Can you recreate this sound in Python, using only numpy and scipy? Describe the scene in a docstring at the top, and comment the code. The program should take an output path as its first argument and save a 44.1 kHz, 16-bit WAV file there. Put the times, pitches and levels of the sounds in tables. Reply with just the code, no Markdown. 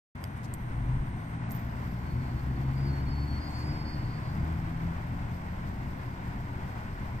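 """A metal fidget spinner is flicked close to a phone inside a car that gathers speed.
Throughout, engine orders boom as they climb through cabin resonances, over road rumble and tyre roar.
First come faint whistles, a knock on plastic, handling rubs and taps. At 1.5 s the flick rasps and
rings the spinner. Its ball bearing hisses on to the end; from 2 to 4.5 s friction makes it squeal."""
import sys
import numpy as np
from scipy import signal
from scipy.fft import rfft, irfft
from scipy.io import wavfile

SR = 44100
rng = np.random.default_rng(int(sys.argv[2]) if len(sys.argv) > 2 else 0)


def transcribe(u):
    """Save the signal u as a 16-bit wav file named by the first command-line argument.

    u: samples, shape (n,) or (channels, n), limited to [-1, 1]; the rate is SR.
    q: integer samples, one column per channel.
    """
    v = np.clip(np.atleast_2d(u).T, -1, 1)
    q = np.round(v * 32767).astype(np.int16)
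    wavfile.write(sys.argv[1], SR, q)


N = 317520
TIME = np.arange(N) / SR
FREQ = np.maximum(np.arange(N // 2 + 1) * SR / N, 1)
FLICK_S = 1.487


def undb(db):
    """Decibels to gain."""
    return 10 ** (np.asarray(db) / 20)


def unit(x):
    """Scale to rms 1."""
    return x / np.sqrt(np.mean(x ** 2))


def curves(table):
    """Table columns over time."""
    time_s, *columns = np.transpose(table)
    return [np.interp(TIME, time_s, column) for column in columns]


def spectra(table):
    """Table columns over frequency, log-interpolated."""
    freq_hz, *columns = np.transpose(table)
    return [np.interp(np.log(FREQ), np.log(freq_hz), column) for column in columns]


def pan(side_db):
    """Stereo gains; side_db is left minus right."""
    return undb(np.array([[.5], [-.5]]) * side_db)


def white():
    """Spectrum of fresh white noise."""
    return rfft(rng.standard_normal(N))


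def resonance(centre_hz, width_hz):
    """Response of one damped mode, gain 1 at the centre."""
    return 1 / (1 + 1j * (FREQ ** 2 - centre_hz ** 2) / (FREQ * width_hz))


def drift(rate_hz):
    """Smooth zero-mean random drift, rms 1."""
    spectrum = white() * np.exp(-(FREQ / rate_hz) ** 2)
    spectrum[0] = 0
    return unit(irfft(spectrum, N))


def tone(pitch_hz, lead_rad=0):
    """Stereo sine, rms 1; left leads by lead_rad."""
    phase_rad = 2 * np.pi * np.cumsum(pitch_hz) / SR
    return np.sqrt(2) * np.sin(phase_rad + np.array([[1], [0]]) * lead_rad)


def cabin_noise(gain, lag_s=.00034):
    """Noise at two microphone ports, rms 1; the shared part reaches the left first."""
    # freq_hz, coherence
    port_coherence = [(130, 1), (280, 1), (400, 0.05), (650, 0.64), (1150, 0.57), (1600, 0.49),
                      (4000, 0.33), (12000, 0.4)]
    coherence = np.clip(spectra(port_coherence)[0], 0, 1)
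    shared = white() * np.array([np.ones(len(FREQ)), np.exp(-2j * np.pi * FREQ * lag_s)])
    separate = np.array([white(), white()])
    return unit(irfft(gain * (np.sqrt(coherence) * shared + np.sqrt(1 - coherence) * separate), N))


def grit(centre_hz, width_hz, grain_db):
    """Grainy sliding noise in one resonance, rms 1."""
    grains = rfft(rng.standard_normal((2, N)) * undb(grain_db * drift(500)))
    return unit(irfft(grains * resonance(centre_hz, width_hz) ** 2, N))


def engine(flutter_db=1.13, flutter_db_per_order=.38, mellow_hz=71.4, shaft_ratio=1.31):
    """Rising orders swell through cabin resonances; a geared driveline shaft hums along."""
    # time_s, firing_hz
    speed = [(.4, 46), (1, 52.1), (3.4, 73.1), (5, 83.8), (5.5, 89.3), (6.5, 94.3), (7.2, 96.3)]
    # time_s, load_db
    load = [(.2, -4), (.7, -4.5), (1.15, -2.5), (2.05, -1.2), (2.25, -0.5), (3.2, -1.5), (3.36, -3),
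            (3.55, -3.5), (3.72, -0.5), (4.0, -3.5), (4.25, -4), (4.5, -2), (4.9, -3), (5.15, -9.5),
            (6.05, -6), (6.3, -6), (6.55, -1), (6.8, -11), (7.2, -7.5)]
    # standing-wave response: freq_hz, gain_db
    cabin = [(56, -15), (63, -4), (68, 1.5), (72.5, 4), (77, -7.5), (80.3, 8), (82.5, -6.5), (86, 5.5),
             (92, -5), (104, -11.5), (112, -2.5), (140, 3.5), (150, -7.5), (166, 4.5), (181, 1), (190, -10),
             (210, -4.5), (260, -3), (280, -1), (305, -2.5), (330, -3), (375, -4.5), (425, -8), (490, -8.5),
             (560, -5.5), (650, -2)]
    # time_s, level_db
    shaft = [(.4, -54), (2, -48), (3.5, -52), (4.1, -41), (4.8, -43), (5.3, -52), (5.8, -45), (6.45, -44),
             (6.9, -54)]
    # firing_multiple
    orders = [1, 2, 2.5, 3, 3.5, 4, 5, 6, 7]
    # level_db, one per order
    orders_db = [-36, -36, -65, -44.5, -56.5, -44.5, -52, -56.5, -57.5]
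    firing_hz, load_db = curves(speed)[0], curves(load)[0]
    cabin_db = spectra(cabin)[0]
    mellow_db = 3.6 * np.maximum(np.log2(firing_hz / mellow_hz), 0)
    firing_hz = firing_hz + .12 * drift(11.4)
    out = tone(shaft_ratio * firing_hz) * undb(curves(shaft)[0] + flutter_db * drift(5.3))
    for order, level_db in zip(orders, orders_db):
        pitch_hz = order * firing_hz
        # higher orders waver more, and fall further off load and at speed
        waver_db = (flutter_db + flutter_db_per_order * (order - 1)) * drift(5.3)
        source_db = level_db + load_db * (1 + .12 * (order + 1)) - (order - 1) * mellow_db
        out += tone(pitch_hz) * undb(source_db + waver_db + np.interp(pitch_hz, FREQ, cabin_db))
    return pan(1.9) * out


def road(deep_hz=62, jolt_db=1.2, flicker_db=.69):
    """Floor rumble rings the cabin; the body drones briefly; the tyres roar."""
    # time_s, rumble_db, roar_db
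    surface = [(.2, -39, -51), (.6, -35.5, -50.5), (1.05, -35, -50), (1.32, -38, -49), (1.5, -35.5, -48.5),
               (1.9, -35.5, -50), (2.7, -34, -48.5), (4.2, -35.5, -48), (5.3, -36, -48.5),
               (5.9, -35.5, -49.5), (6.4, -38.5, -48.5), (6.7, -37.5, -48.5), (7.2, -37.5, -49)]
    # centre_hz, width_hz, gain_db
    standing_waves = [(79.95, 9.8, -11), (120.7, 10.6, -7.5)]
    # freq_hz, gain_db
    floor_spectrum = [(20, -6), (42, -2), (58, -1.5), (78, -3), (97, -7), (121, -0.5), (140, -2),
                      (175, -8.5), (200, -8), (235, -9), (350, -19.5), (430, -26.5), (600, -38.5),
                      (1500, -110)]
    # rumble below deep_hz: time_s, gain_db
    deep_swell = [(.38, -16), (.5, -1), (.9, 5.5), (1.05, 3.5), (1.35, -4), (3, -2.5), (4.2, -0.5),
                  (5.7, 0.5), (7.2, 2)]
    # time_s, pitch_hz, level_db
    body_drone = [(.4, 120, -90), (.45, 120.3, -65), (.6, 121.7, -45), (.82, 116.2, -33),
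                  (.97, 132.5, -29.5), (1.1, 139, -48), (1.16, 137, -99)]
    # tyres and wind: freq_hz, gain_db, side_db
    roar_spectrum = [(265, -8.5, -6), (340, -1.5, -8), (542, -5.5, 11.5), (695, 1, 5), (1037, 3.5, 1.2),
                     (1202, -4, -5.5), (1522, -1, 6), (1630, -4, -2.5), (2087, -5, -4.5), (2564, -13, 0),
                     (3520, -20, 3), (6060, -31.5, 9), (8890, -30.5, 5.5), (9600, -55.5, -4),
                     (14000, -59, -12.5)]
    rumble_db, roar_db = curves(surface)
    ringing = sum(cabin_noise(resonance(centre_hz, width_hz) ** 2) * undb(gain_db)
                  for centre_hz, width_hz, gain_db in standing_waves)
    floor = cabin_noise(undb(spectra(floor_spectrum)[0]))
    deep = irfft(rfft(floor) / (1 + (FREQ / deep_hz) ** 10), N)
    floor = floor - deep + deep * undb(curves(deep_swell)[0])
    rumble = (floor * undb(jolt_db * drift(8)) + ringing) * undb(rumble_db - 1)
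    drone_hz, drone_db = curves(body_drone)
    drone = tone(drone_hz) * undb(drone_db + .81 * drift(16))
    colour_db, side_db = spectra(roar_spectrum)
    roar = cabin_noise(undb(colour_db) * pan(side_db))
    roar *= undb(roar_db + 4 + flicker_db * drift(12.6))
    return pan(1.46) * (rumble + drone) + roar


def whistles(gain_db=3, waver_db=1, fade_s=.18):
    """Faint narrow noise bands waver, then fade before the flick."""
    # centre_hz, width_hz, level_db, side_db
    bands = [(5900, 110, -83, 0), (8700, 350, -76, -3), (11790, 70, -79, -1), (11980, 330, -82, -1)]
    out = np.zeros((2, N))
    for centre_hz, width_hz, level_db, side_db in bands:
        band = np.array([white(), white()]) * np.exp(-2 * ((FREQ - centre_hz) / width_hz) ** 2)
        out += unit(irfft(band, N)) * undb(level_db) * pan(side_db)
    fade = np.clip((FLICK_S - TIME) / fade_s, 0, 1)
    return out * undb(gain_db + waver_db * drift(9)) * fade


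def knock(contact_s=.001, side_db=-5):
    """Brief scraping contacts excite the damped modes of a plastic part."""
    # centre_hz, width_hz, gain_db
    plastic_modes = [(254, 92, 1), (450, 400, -5), (805, 1500, -2.5), (1680, 1600, -9), (4800, 750, -6.5),
                     (8100, 1200, -8), (12000, 1800, -10)]
    # touch, blow, rebound: time_s, level_db
    contacts = [(0.239, -46), (0.2409, -36.5), (.2505, -53)]
    body = sum(undb(gain_db) * resonance(centre_hz, width_hz) ** 2 * np.sqrt(SR / 2 / width_hz)
               for centre_hz, width_hz, gain_db in plastic_modes)
    force = sum(undb(level_db) * np.exp(-((TIME - time_s) / contact_s) ** 2)
                for time_s, level_db in contacts)
    return irfft(rfft(force * rng.standard_normal((2, N))) * body, N) * pan(side_db)


def rubs(grain_db=1.5):
    """Skin, cloth and metal slide in gritty swells."""
    # peak_s, half_length_s, level_db, centre_hz, width_hz, side_db
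    slides = [(.375, .016, -67, 9000, 10000, 8), (.415, .012, -72, 9000, 10000, -4),
              (0.448, 0.021, -59.5, 5230, 6500, 16), (.82, .035, -81, 14200, 2000, 0),
              (1.183, 0.71, -75, 8470, 450, 7), (1.543, 0.06, -67, 6000, 5000, -1),
              (1.85, .09, -73, 13500, 2500, -8), (3.595, 0.18, -65.5, 7000, 3500, 2),
              (3.9, 0.74, -68, 4750, 700, 0)]
    out = np.zeros((2, N))
    for peak_s, half_length_s, level_db, centre_hz, width_hz, side_db in slides:
        swell = np.exp(-2 * ((TIME - peak_s) / half_length_s) ** 2)
        out += grit(centre_hz, width_hz, grain_db) * swell * undb(level_db) * pan(side_db)
    return out


def taps(scatter_db=-23, scatter_decay_s=.008):
    """Finger and nail clicks scatter in the cabin and ring the spinner's metal."""
    # pitch_hz, gain_db, t60_s
    metal_modes = [(8750, -12, .015), (12000, -16, .03), (12350, -1, .042), (12600, -22, .05),
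                   (14200, -18, .03)]
    # start_s, click_db, centre_hz, width_hz, ring_db, side_db
    contacts = [(.483, -53, 11000, 10000, -80, 0), (0.5384, -31, 8440, 2200, -54, 4),
                (0.54, -51, 4540, 700, -70, 2), (0.5403, -37.5, 8500, 3000, -49.5, -23),
                (1.5097, -36, 6400, 7000, -68, 7), (1.516, -34, 9700, 10000, -53, -4),
                (1.5188, -48, 11000, 7500, -39, -12), (1.596, -45, 13800, 3700, -60, -9)]
    length = SR // 5
    age_s = TIME[:length]
    ring = sum(undb(gain_db - 60 * age_s / t60_s) * np.sin(2 * np.pi * pitch_hz * age_s)
               for pitch_hz, gain_db, t60_s in metal_modes)
    tail = undb(scatter_db) * np.exp(-age_s / scatter_decay_s)
    out = np.zeros((2, N))
    for start_s, click_db, centre_hz, width_hz, ring_db, side_db in contacts:
        click = irfft(resonance(centre_hz, width_hz) ** 2, N)[:length]
        click /= np.abs(click).max()
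        paths = rng.standard_normal((2, length)) * tail * np.sqrt(width_hz / SR)
        paths[:, 0] = 1  # direct path
        hit = signal.fftconvolve(paths, click[None], axes=1)[:, :length]
        start = int(start_s * SR)
        out[:, start:start + length] += pan(side_db) * (undb(click_db) * hit + undb(ring_db) * ring)
    return out


def flick(side_db=-3):
    """The pushed rotor rasps in a dying rattle of short scrapes."""
    # peak_s, half_length_s, level_db
    scrapes = [(1.496, .006, -66), (1.513, .012, -54), (1.532, .008, -56), (1.548, .006, -55),
               (1.559, .009, -53), (1.573, .007, -58), (1.598, .01, -59.5), (1.62, 0.013, -65),
               (1.65, .022, -67)]
    contact = sum(undb(level_db) * np.exp(-((TIME - peak_s) / half_length_s) ** 2)
                  for peak_s, half_length_s, level_db in scrapes)
    return grit(centre_hz=14200, width_hz=2300, grain_db=4) * contact * pan(side_db)


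def bearing(level_db=-66, ring_db=-13, turn_hz=13.43, arms=3, grain_db=1.5, rise_s=.03):
    """Rolling balls hiss, pulse with each turn and passing arm, and keep the metal ringing."""
    # freq_hz, gain_db, side_db
    rolling_spectrum = [(2500, -10, 0), (4000, 3, 0), (4900, 8, -2), (6000, 1, 2), (6900, -6, 10),
                        (7400, 0, 7), (7900, -3, 8), (8600, 1, 3), (9500, -13, -3), (10400, -7, -11),
                        (11300, -7, -10), (11700, -1, -4), (12000, -6, -9), (12800, -6, -7),
                        (13350, -4, -8), (13850, -5, -8), (14120, 4, -10), (14550, 3, -10), (15000, -6, -9),
                        (15400, -8, -10)]
    angle_rad = 2 * np.pi * turn_hz * TIME
    pulse = 1 + .049 * np.sin(angle_rad) + .15 * np.sin(arms * angle_rad)
    rolling, knocking = (rfft(rng.standard_normal((2, N)) * undb(grain_db * drift(400)) * pulse)
                         for _ in range(2))
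    colour_db, side_db = spectra(rolling_spectrum)
    hiss = unit(irfft(rolling * undb(colour_db) * pan(side_db), N))
    body = resonance(centre_hz=12345, width_hz=200) ** 2
    grip_db = 1.5 * drift(12)  # shifting grip damps the ring unevenly
    ring = unit(irfft(knocking * body, N)) * pan(-10.5) * undb(ring_db + grip_db)
    rise = np.clip((TIME - FLICK_S) / rise_s, 0, 1)
    return (hiss + ring) * undb(level_db + 1.3 * drift(14)) * rise


def squeals(sag_db_per_s=8, chatter_db=4.5, firm_db=-50, grow_db=1.5, response_s=.009):
    """Friction feeds one of two bearing modes; weak catches chatter and slip, firm ones hold and grow."""
    # start_s, length_s, pitch_hz, level_db, side_db, lead_rad
    catches = [(1.95, 0.28, 4400, -70.5, 2, 1.7), (2.21, 0.2, 4402, -69.5, 4, 2),
               (2.45, 0.36, 4406, -70, -1, 1.8), (2.755, .15, 4838, -60, 0, -2),
               (2.86, .15, 4410, -60.5, -5, -1.4), (2.92, .15, 4845, -67, 2, 3.5),
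               (3.055, .03, 4412, -58, 6, -1.5), (3.085, .045, 4875, -58, 1, 3.5),
               (3.11, 0.15, 4428, -56.5, 2, 0.5), (3.14, 0.13, 4878, -67, 2, 1),
               (3.245, 0.14, 4432, -55, 5, 1.1), (3.395, .085, 4862, -57.5, 6, 1.5),
               (3.405, .09, 4434, -56, -1, 2), (3.495, .14, 4434, -55, 4, -2),
               (3.52, .11, 4864, -56.5, 4, -2.1), (3.635, 0.085, 4862, -53, -4.5, -2.4),
               (3.71, .05, 4444, -60, 5, -2), (3.73, .1, 4858, -55, -2.5, -3),
               (3.78, .04, 4440, -60, 0, -1.6), (3.84, .125, 4442, -57.5, -6, 1.5),
               (3.845, .1, 4850, -56.5, -4, 1.8), (3.96, .08, 4830, -61, -2, 2.5),
               (3.97, .21, 4442, -63.5, -3, 1.6), (4.06, .12, 4812, -65, 3, 1.8),
               (4.19, .12, 4802, -68.5, 0, 1), (4.36, .12, 4815, -74, 2, 1), (4.21, .11, 4450, -63, 3, 2.7)]
    age_s = TIME[:SR // 2]
    pole = np.exp(-1 / (response_s * SR))
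    chatter, jitter = drift(70), drift(120)
    out = np.zeros((2, N))
    for start_s, length_s, pitch_hz, level_db, side_db, lead_rad in catches:
        start = int(start_s * SR)
        span = slice(start, start + len(age_s))
        looseness = np.clip(1 - undb(level_db - firm_db), 0, 1)
        slip_db = looseness * (chatter_db * chatter[span] - sag_db_per_s * age_s)
        growth_db = -grow_db * (1 - age_s / length_s) ** 2
        drive = undb(level_db + slip_db + growth_db) * (age_s < length_s)
        swell = signal.lfilter([1 - pole], [1, -pole], drive)
        jitter_hz = (3 + 8 * looseness) * jitter[span]
        # cabin reflections place each catch differently
        out[:, span] += tone(pitch_hz + jitter_hz, lead_rad) * swell * pan(side_db)
    return out


def scene():
    """Car all around, spinner close by."""
    return engine() + road() + whistles() + knock() + rubs() + taps() + flick() + bearing() + squeals()


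def record(dry):
    """The phone's microphone opens after a moment and cuts the top."""
    open_s, fade_s, cutoff_hz = .149, .0042, 15400
    opened = np.clip((TIME - open_s) / fade_s, 0, 1)
    lowpass = signal.ellip(10, .2, 70, cutoff_hz, fs=SR, output="sos")
    return signal.sosfilt(lowpass, dry * opened)


dry = scene()
out = record(dry)
transcribe(out)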